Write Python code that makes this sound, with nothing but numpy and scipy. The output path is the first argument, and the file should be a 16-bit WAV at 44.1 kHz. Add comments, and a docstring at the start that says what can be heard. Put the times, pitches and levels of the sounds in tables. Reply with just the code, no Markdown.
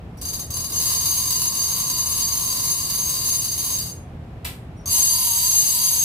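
"""Ventilation rumbles and hums in a shop; over it the clicker of a big metal fishing reel ticks, a few steps away.
The pawl ticks over single teeth, then buzzes at about 100 teeth a second; the reel stops, a lever snaps over,
and a second run goes more than twice as fast. Each tooth is an impulse through resonances of pawl, spool,
side plate and frame. Noise reflections blur the ticks; the ventilation is filtered noise with wavering sines."""
import sys
import numpy as np
from scipy import signal
from scipy.fft import rfft, irfft, next_fast_len
from scipy.io import wavfile
from scipy.ndimage import uniform_filter1d

SR = 44100
rng = np.random.default_rng(int(sys.argv[2]) if len(sys.argv) > 2 else 0)


def dump_mix(stems):
    """Bounce the given channels to the path in sys.argv[1] as a 16-bit WAV at rate SR."""
    frames = np.atleast_2d(stems).T  # one column per channel
    limited = np.clip(frames, -1, 1)  # hard clip at full scale
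    pcm = np.round(limited * 32767).astype(np.int16)
    wavfile.write(sys.argv[1], SR, pcm)


N = 266356
TIME = np.arange(N) / SR
BINS = np.fft.rfftfreq(8192, 1 / SR)

# single teeth while the spool barely turns:
# (time [s], relative tick level [dB], relative level of the side plate's ring [dB])
SINGLE_TEETH = [(0.172, -22, -36), (.2140, -2.5, -6), (.2500, -1, 1), (.2835, -0.5, 2), (.3330, 2, -3.5),
                (0.3935, -0.5, -4), (0.418, -29, -36), (0.504, -1, -3.5), (.5390, 0, 0), (.5660, 2.5, -1.5),
                (.6010, -1, -1), (.6390, 1.5, 0), (.6980, -0.5, -14), (.7200, 0.5, 3), (.7400, 0.5, -9),
                (3.8105, 0, -9), (3.8330, -5.5, -5), (3.8630, -3.5, -20), (3.8725, -11, -6.5),
                (4.8575, -2.5, -1), (4.8735, 0, 1.5)]
# spectrum of the pawl's dry tick: (frequency [Hz], relative level [dB])
TICK_COLOUR = [(200, -22), (700, -18.5), (1300, -19), (2150, -11.5), (2580, -16), (3480, -16), (3740, 1),
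               (4250, -1.5), (5600, -4.5), (6900, -2.5), (8700, -8.5), (9500, -0.5), (10900, -7.5),
               (13400, 3.5), (15500, -10.5)]
# modes of the spool and its housing:
# (frequency [Hz], width [Hz], relative level at low speed [dB], relative level at high speed [dB])
SPOOL_MODES = [(2870, 202, -4, -1.5), (3212, 113, -6, -2), (4681, 73, 13, 13), (7460, 170, 0.5, 3),
               (7780, 50, 0.5, 8.5), (8290, 150, 3.5, 5.5), (8990, 48, 9, 13.5), (9930, 220, 9.5, 13),
               (10060, 50, 16, 19), (11840, 610, 1, 10), (13350, 77, 3.5, 7)]
# the hand pushes the crank harder or eases off, and the spool follows:
# (centre time [s], length [s], extra speed [teeth/s])
HAND_PUSHES = [(1.13, .2, 12), (2.74, .13, 14), (3.02, 0.16, 23), (3.31, .17, 29.5), (3.70, .16, 26.5),
               (4.96, 0.089, 14), (5.08, .1, -15.5), (5.18, .12, 28), (5.32, .1, -7), (5.595, .25, 53),
               (5.83, .1, 26)]
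# the side plate rings out more loudly: (centre time [s], length [s], boost [dB])
PLATE_SWELLS = [(1.14, 0.058, 4.5), (1.61, 0.12, 3), (2.69, 0.078, 7.5), (3.03, .14, 5), (3.35, 0.17, 5.5),
                (3.74, 0.087, 7.5), (5.02, 0.33, 4), (5.32, 0.093, 6), (5.59, 0.24, 9), (5.98, 0.26, 7.5)]
# course of the frame's whine in each run: (time [s], relative level [dB])
SLOW_RUN_WHINE = [(0.75, -55.5), (0.89, -43.5), (2.47, -43.5), (3.4, -48.5), (3.52, -54.5), (3.72, -46),
                  (3.8, -56)]
FAST_RUN_WHINE = [(4.88, -69), (4.938, -45), (5.096, -45.5), (5.17, -40), (5.486, -44), (5.654, -50),
                  (5.804, -40.5), (6.04, -48.5)]
# the lever snaps over and rattles: (time [s], relative level [dB])
LEVER_SNAPS = [(4.4470, -6.5), (4.4500, -1), (4.4644, -17)]
# spectrum of the lever's snap: (frequency [Hz], relative level [dB])
SNAP_COLOUR = [(150, -17.5), (500, -8), (1000, 1.5), (1500, -2), (2300, 3.5), (4000, 1), (5700, -5),
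               (7200, -5), (8300, -0.5), (10000, -4.5), (12000, 0.5), (15500, -4)]
# light touches on the handle: (time [s], relative level of the low ping [dB], of the high ping [dB])
HANDLE_TOUCHES = [(.178, -41.5, -53), (4.767, -54, -55), (4.793, -51, -73)]
# the handle's two pings, low and high: (frequency [Hz], time to fall by 60 dB [s])
HANDLE_PINGS = [(5700, 0.14), (9330, 0.11)]
# balance of the reel's ticks: (frequency [Hz], left over right [dB])
TICK_BALANCE = [(500, 3), (1000, 3.5), (3000, -0.5), (4700, 3.5), (6400, -7), (7000, -2), (7850, 13),
                (8400, 1), (9000, -1), (10000, 1.5), (12300, 0), (13400, -3.5), (15000, 19)]
# decay of the shop's reflections: (frequency [Hz], time to fall by 60 dB [s])
ROOM_DECAY = [(300, 0.15), (800, 0.24), (2000, 0.35), (5500, 0.29), (10000, 0.33), (15000, 0.21)]
# spectrum of the ventilation's air: (frequency [Hz], relative density [dB per Hz])
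AIR_COLOUR = [(15, -30.5), (27, -21), (42, -6), (85, -3.5), (130, -8), (160, -4), (205, -13), (330, -16.5),
              (600, -22), (760, -21), (1000, -28), (2500, -36), (6000, -51), (15500, -57.5)]
# how alike the air is in both channels: (frequency [Hz], left-right correlation)
AIR_CORRELATION = [(60, 0.97), (150, 1), (300, 0.88), (600, 0.75), (1500, 0.0028), (8000, 0)]
# hum of the fan motor: (frequency [Hz], level [dB])
MOTOR_HUM = [(81.5, -45.5), (120, -44.5), (240, -53.5)]

PLATE_HZ, PLATE_WIDTH_HZ = 6400, 67
FRAME_WIDTH_HZ = 145


def run(rooms, speed, whine_level, fast, wobble, buzz_db, buzz_sag_db_per_s, push_db, ring_db,
        ring_sag_db_per_s, frame_db, frame_hz, direct_db, jitter_s, uneven_db):
    """A tooth passes at each whole turn of the phase: it ticks, rings the side plate and shakes the frame."""
    s, steady = np.transpose(speed)
    start, end = s[0], s[-1]
    inside = (TIME >= start) & (TIME < end + .5)  # leaves time to ring out
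    t = TIME[inside]

    # the pace: steady cranking, the hand's pushes and a waver
    cruise = np.interp(t, s, steady)
    pushed = cruise + bumps(HAND_PUSHES, t)
    rate = pushed * np.exp(wobble * flutter(len(t), rate_hz=6))
    phase = np.cumsum(rate * (t < end)) / SR
    times = t[np.diff(np.ceil(phase), prepend=0) > 0]

    # no two teeth are quite alike in timing and force; faster teeth are each weaker
    timing, uneven = rng.standard_normal((len(times), 2)).T
    sizes = gain_of(uneven_db * uneven) * np.sqrt(SR / np.interp(times, t, rate))

    # the force rises quickly, then drifts; a push adds push_db for each doubling of the speed
    age = np.minimum(t, end) - start
    attack = 1 - np.exp(-age / .026)
    push_boost_db = push_db * np.log2(pushed / cruise)
    buzz = attack * gain_of(buzz_db - buzz_sag_db_per_s * age + push_boost_db)
    swell_db = bumps(PLATE_SWELLS, start + age)
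    chance_db = 2 * flutter(len(t), rate_hz=11)
    ring = attack * gain_of(ring_db - ring_sag_db_per_s * age + swell_db + chance_db)
    whine = gain_of(frame_db + np.interp(t, *np.transpose(whine_level)))

    drive = pawl(times - t[0] + jitter_s * timing, sizes, len(t))
    ticks = in_room(body_smear(convolve(drive * buzz, reel(fast))), rooms, direct_db)
    plate = in_room(convolve(drive, mode(PLATE_HZ, PLATE_WIDTH_HZ)), rooms, direct_db)
    # the heavy frame feels the regular push of the teeth,
    # so harmonics of the speed glide through its resonance
    pushes = blows(times - t[0] + jitter_s * timing / 3, sizes, len(t))
    frame = in_room(convolve(pushes, mode(frame_hz, FRAME_WIDTH_HZ)), rooms, direct_db=-3.5)

    out = np.zeros((2, N))
    out[:, inside] = ticks + ring * driven(plate, t, start, end) + whine * driven(frame, t, start, end)
    return out


def spool(start_s, end_s, first_rate, full_rate, spin_up_s, tiring_per_s3):
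    """Rows (time [s], speed [teeth/s]): the spool spins up exponentially, then slows as the arm tires."""
    age = np.linspace(0, end_s - start_s, num=200)
    spinning_up = (first_rate - full_rate) * np.exp(-age / spin_up_s)
    return np.transpose([start_s + age, full_rate + spinning_up - tiring_per_s3 * age ** 2])


def single_teeth(level_db=2.3, ring_db=2, frame_db=-19, settle_db=-8, settle_s=.017):
    """Separate ticks as the spool starts and stops, each with a ring of side plate and frame."""
    s, db, plate_db = np.transpose(SINGLE_TEETH)
    # at this slow pace the pawl has time to settle against the next tooth with a softer tick
    settle = s + settle_s * rng.uniform(.7, 1.3, len(s))
    first = pawl(s, gain_of(db + level_db))
    second = pawl(settle, gain_of(db + level_db + settle_db))
    drive = first + second
    ticks = body_smear(convolve(drive, reel(0)))
    plate = convolve(blows(s, gain_of(plate_db + ring_db)), mode(PLATE_HZ, PLATE_WIDTH_HZ))
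    frame = gain_of(frame_db) * convolve(drive, mode(1050, FRAME_WIDTH_HZ))
    return ticks + plate + frame


def pawl(times, sizes, count=N, bounce=0.6, bounce_s=.002):
    """The pawl drops on each tooth and bounces once, after a slightly random wait."""
    late = rng.uniform(.3, 1.7, len(times))
    return blows(times, sizes, count) + blows(times + bounce_s * late, sizes * bounce, count)


def reel(fast, skirt=1.49):
    """One tooth heard left and right: the tick plus the modes, whose mix shifts with speed (fast 0-1)."""
    power = gain_of(read(TICK_COLOUR, BINS)) ** 2
    for hz, width, slow_db, fast_db in SPOOL_MODES:
        peak = gain_of(slow_db + fast * (fast_db - slow_db)) ** 2
        power = power + peak / (1 + (2 * (BINS - hz) / width) ** 2) ** skirt
    half_balance_db = read(TICK_BALANCE, BINS) / 2
    return np.array([causal(np.sqrt(power) * gain_of(side * half_balance_db)) for side in (1, -1)])


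def mode(hz, width):
    """A strong resonance with steep skirts and energy 1."""
    t = TIME[:SR // 8]
    ring = t * np.exp(-np.pi * width * t) * np.sin(2 * np.pi * hz * t)
    return ring / np.linalg.norm(ring)


def driven(tone, t, start, end):
    """Holds a ring near level 1 while the teeth drive it; afterwards it dies freely."""
    power = tone.mean(0) ** 2 + (tone ** 2).mean(0)
    swell = np.sqrt(abs(uniform_filter1d(power, size=3000)) / 2 + 1e-6)
    return tone / np.interp(np.clip(t, start + 0.13, end - .02), t, swell)


def body_smear(x, smear_s=0.000415):
    """The reel's body delays each frequency a little, differently towards left and right."""
    knots = rng.random((2, 12))
    shape = [np.interp(BINS, np.linspace(0, SR / 2, len(side)), side) for side in knots]
    delay = smear_s * 2 * np.array(shape)
    # summing group delay over frequency gives the phase of an all-pass
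    phase = -2 * np.pi * np.cumsum(delay, axis=1) * BINS[1]
    return convolve(x, irfft(np.exp(1j * phase))[:, :SR // 100])


def lever(level_db=6):
    """A dull snap with hardly any ring: impulses through a broad spectrum."""
    s, db = np.transpose(LEVER_SNAPS)
    return convolve(blows(s, gain_of(db + level_db)), causal(gain_of(read(SNAP_COLOUR, BINS))))


def handle():
    """Faint metal pings, decaying sines, at light touches of the hand."""
    s, *levels = np.transpose(HANDLE_TOUCHES)
    t = TIME[:SR // 3]
    pings = 0
    for db, (hz, t60) in zip(levels, HANDLE_PINGS):
        ping = np.sin(2 * np.pi * hz * t) * gain_of(-60 * t / t60)
        pings = pings + convolve(blows(s, gain_of(db)), ping)
    return pings


def in_room(x, rooms, direct_db, sway_hz=1.6):
    """Direct sound plus reflections; as the reel sways in the hand, it passes from one set of paths to the next."""
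    angle = 2 * np.pi * sway_hz * TIME[:x.shape[-1]]
    wet = 0
    for k, room in enumerate(rooms):
        share = np.cos(angle + np.pi * k / len(rooms)) * np.sqrt(2 / len(rooms))
        wet = wet + convolve(x * share, room)
    return (wet + gain_of(direct_db) * x) / np.hypot(1, gain_of(direct_db))


def shop(early_db=-13.0, early_s=0.017):
    """Two-channel reflections with energy near 1: quick scatter off counter and wall, and a dense tail."""
    t = TIME[:SR // 2]
    hz, at, z = signal.stft(rng.standard_normal((2, len(t))), SR, nperseg=256)
    decay = gain_of(-60 * at / read(ROOM_DECAY, hz)[:, None])
    tail = signal.istft(z * decay, SR, nperseg=256)[1][:, :len(t)]
    scatter = rng.standard_normal(tail.shape) * np.exp(-t / early_s)
    # the room keeps its fine comb but favours no broad band
    spectrum = rfft(evened(tail) + gain_of(early_db) * evened(scatter), 2 * len(t))
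    broad = np.sqrt(uniform_filter1d(abs(spectrum) ** 2, size=200, axis=1))
    return irfft(spectrum / broad)[:, :len(t)]


def ventilation(air_db=-37.5, waver=0.26):
    """Rumbling air, noise alike in both channels in the bass, and a motor hum whose phase wavers."""
    size = next_fast_len(N, True)
    hz = np.fft.rfftfreq(size, 1 / SR)
    a, b = rfft(rng.standard_normal((2, size)))
    same = np.clip(read(AIR_CORRELATION, hz), -1, 1)
    pair = np.array([a, same * a + np.sqrt(1 - same ** 2) * b])
    air = evened(irfft(pair * gain_of(read(AIR_COLOUR, hz)))[:, :N])
    hum = 0
    for f, db in MOTOR_HUM:
        drift = evened(irfft(rfft(rng.standard_normal(size)) / (1 + (hz / 3) ** 4))[:N])
        tone = np.sin(2 * np.pi * f * TIME + waver * np.pi * drift)
        hum = hum + gain_of(db) * np.sqrt(2) * tone
    return gain_of(air_db) * air + hum


def blows(times, sizes, count=N):
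    """A train of single impulses."""
    return np.bincount(np.maximum(np.round(times * SR), 0).astype(int), sizes, count)[:count]


def bumps(rows, t):
    """Sum of rounded humps, one for each row (centre time [s], length [s], height)."""
    return sum(height * np.exp(-abs(2 * (t - s) / length) ** 3) for s, length, height in rows)


def flutter(count, rate_hz):
    """A slow random waver of rms 1: noise kept below about rate_hz."""
    hz = np.fft.rfftfreq(count, 1 / SR)
    return evened(irfft(rfft(rng.standard_normal(count)) / (1 + (hz / rate_hz) ** 4), count))


def gain_of(db):
    """Turns decibels into an amplitude factor."""
    return 10 ** (np.asarray(db) / 20)


def evened(x):
    """Scales to rms 1."""
    return x / np.sqrt(np.mean(x ** 2) + 1e-20)


def read(points, hz):
    """Reads a table on a log-frequency axis."""
    f, value = np.transpose(points)
    return np.interp(np.log(hz + 1), np.log(f + 1), value)


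def causal(gain):
    """The minimum-phase response with this gain: it starts at once and then rings out."""
    cepstrum = irfft(np.log(np.maximum(gain, 1e-5)))
    half = len(cepstrum) // 2
    # fold the cepstrum onto positive time
    cepstrum[1:half] *= 2
    cepstrum[half + 1:] = 0
    return irfft(np.exp(rfft(cepstrum)))[:half]


def convolve(x, response):
    """Filters one or two channels and keeps the length."""
    return signal.oaconvolve(np.atleast_2d(x), np.atleast_2d(response), axes=1)[:, :x.shape[-1]]


def scene():
    """The reel's sounds in one room, over the ventilation."""
    rooms = [shop(), shop(), shop()]
    easy = spool(start_s=.745, end_s=3.8, first_rate=59, full_rate=105, spin_up_s=.1, tiring_per_s3=3.2)
    hard = spool(start_s=4.875, end_s=6.04, first_rate=140, full_rate=238, spin_up_s=.12, tiring_per_s3=1.5)
    slow = run(rooms, easy, SLOW_RUN_WHINE, fast=0, wobble=.09,
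               buzz_db=-21.0, buzz_sag_db_per_s=1.47, push_db=4, ring_db=-26, ring_sag_db_per_s=1.5,
               frame_db=3.5, frame_hz=1040, direct_db=-7.5, jitter_s=.0003, uneven_db=2.5)
    # negative sags: the second run grows louder
    quick = run(rooms, hard, FAST_RUN_WHINE, fast=0.94, wobble=.008,
                buzz_db=-18.5, buzz_sag_db_per_s=-0.5, push_db=5.5, ring_db=-25, ring_sag_db_per_s=-0.5,
                frame_db=5.5, frame_hz=1003, direct_db=-5.0, jitter_s=.00015, uneven_db=2.0)
    handling = in_room(single_teeth() + body_smear(lever()) + handle(), rooms, direct_db=-11)
    return slow + quick + handling + ventilation()


def record(dry, knee_db=-23.5, squeeze=0.45, edge_hz=15600):
    """Slow gain control turns everything down under the buzz; then a low-pass limits the band."""
    keep = np.exp(-1 / (.15 * SR))  # level is averaged over about 0.15 s
    power = signal.lfilter([1 - keep], [1, -keep], (dry ** 2).mean(0))
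    power_db = 10 * np.log10(power + 1e-12)
    ducked = dry * gain_of(-squeeze * np.maximum(power_db - knee_db, 0))
    low_pass = signal.firwin(511, edge_hz, window=("kaiser", 9), fs=SR)
    return signal.oaconvolve(ducked, low_pass[None], "same")


dry = scene()
out = record(dry)
dump_mix(out)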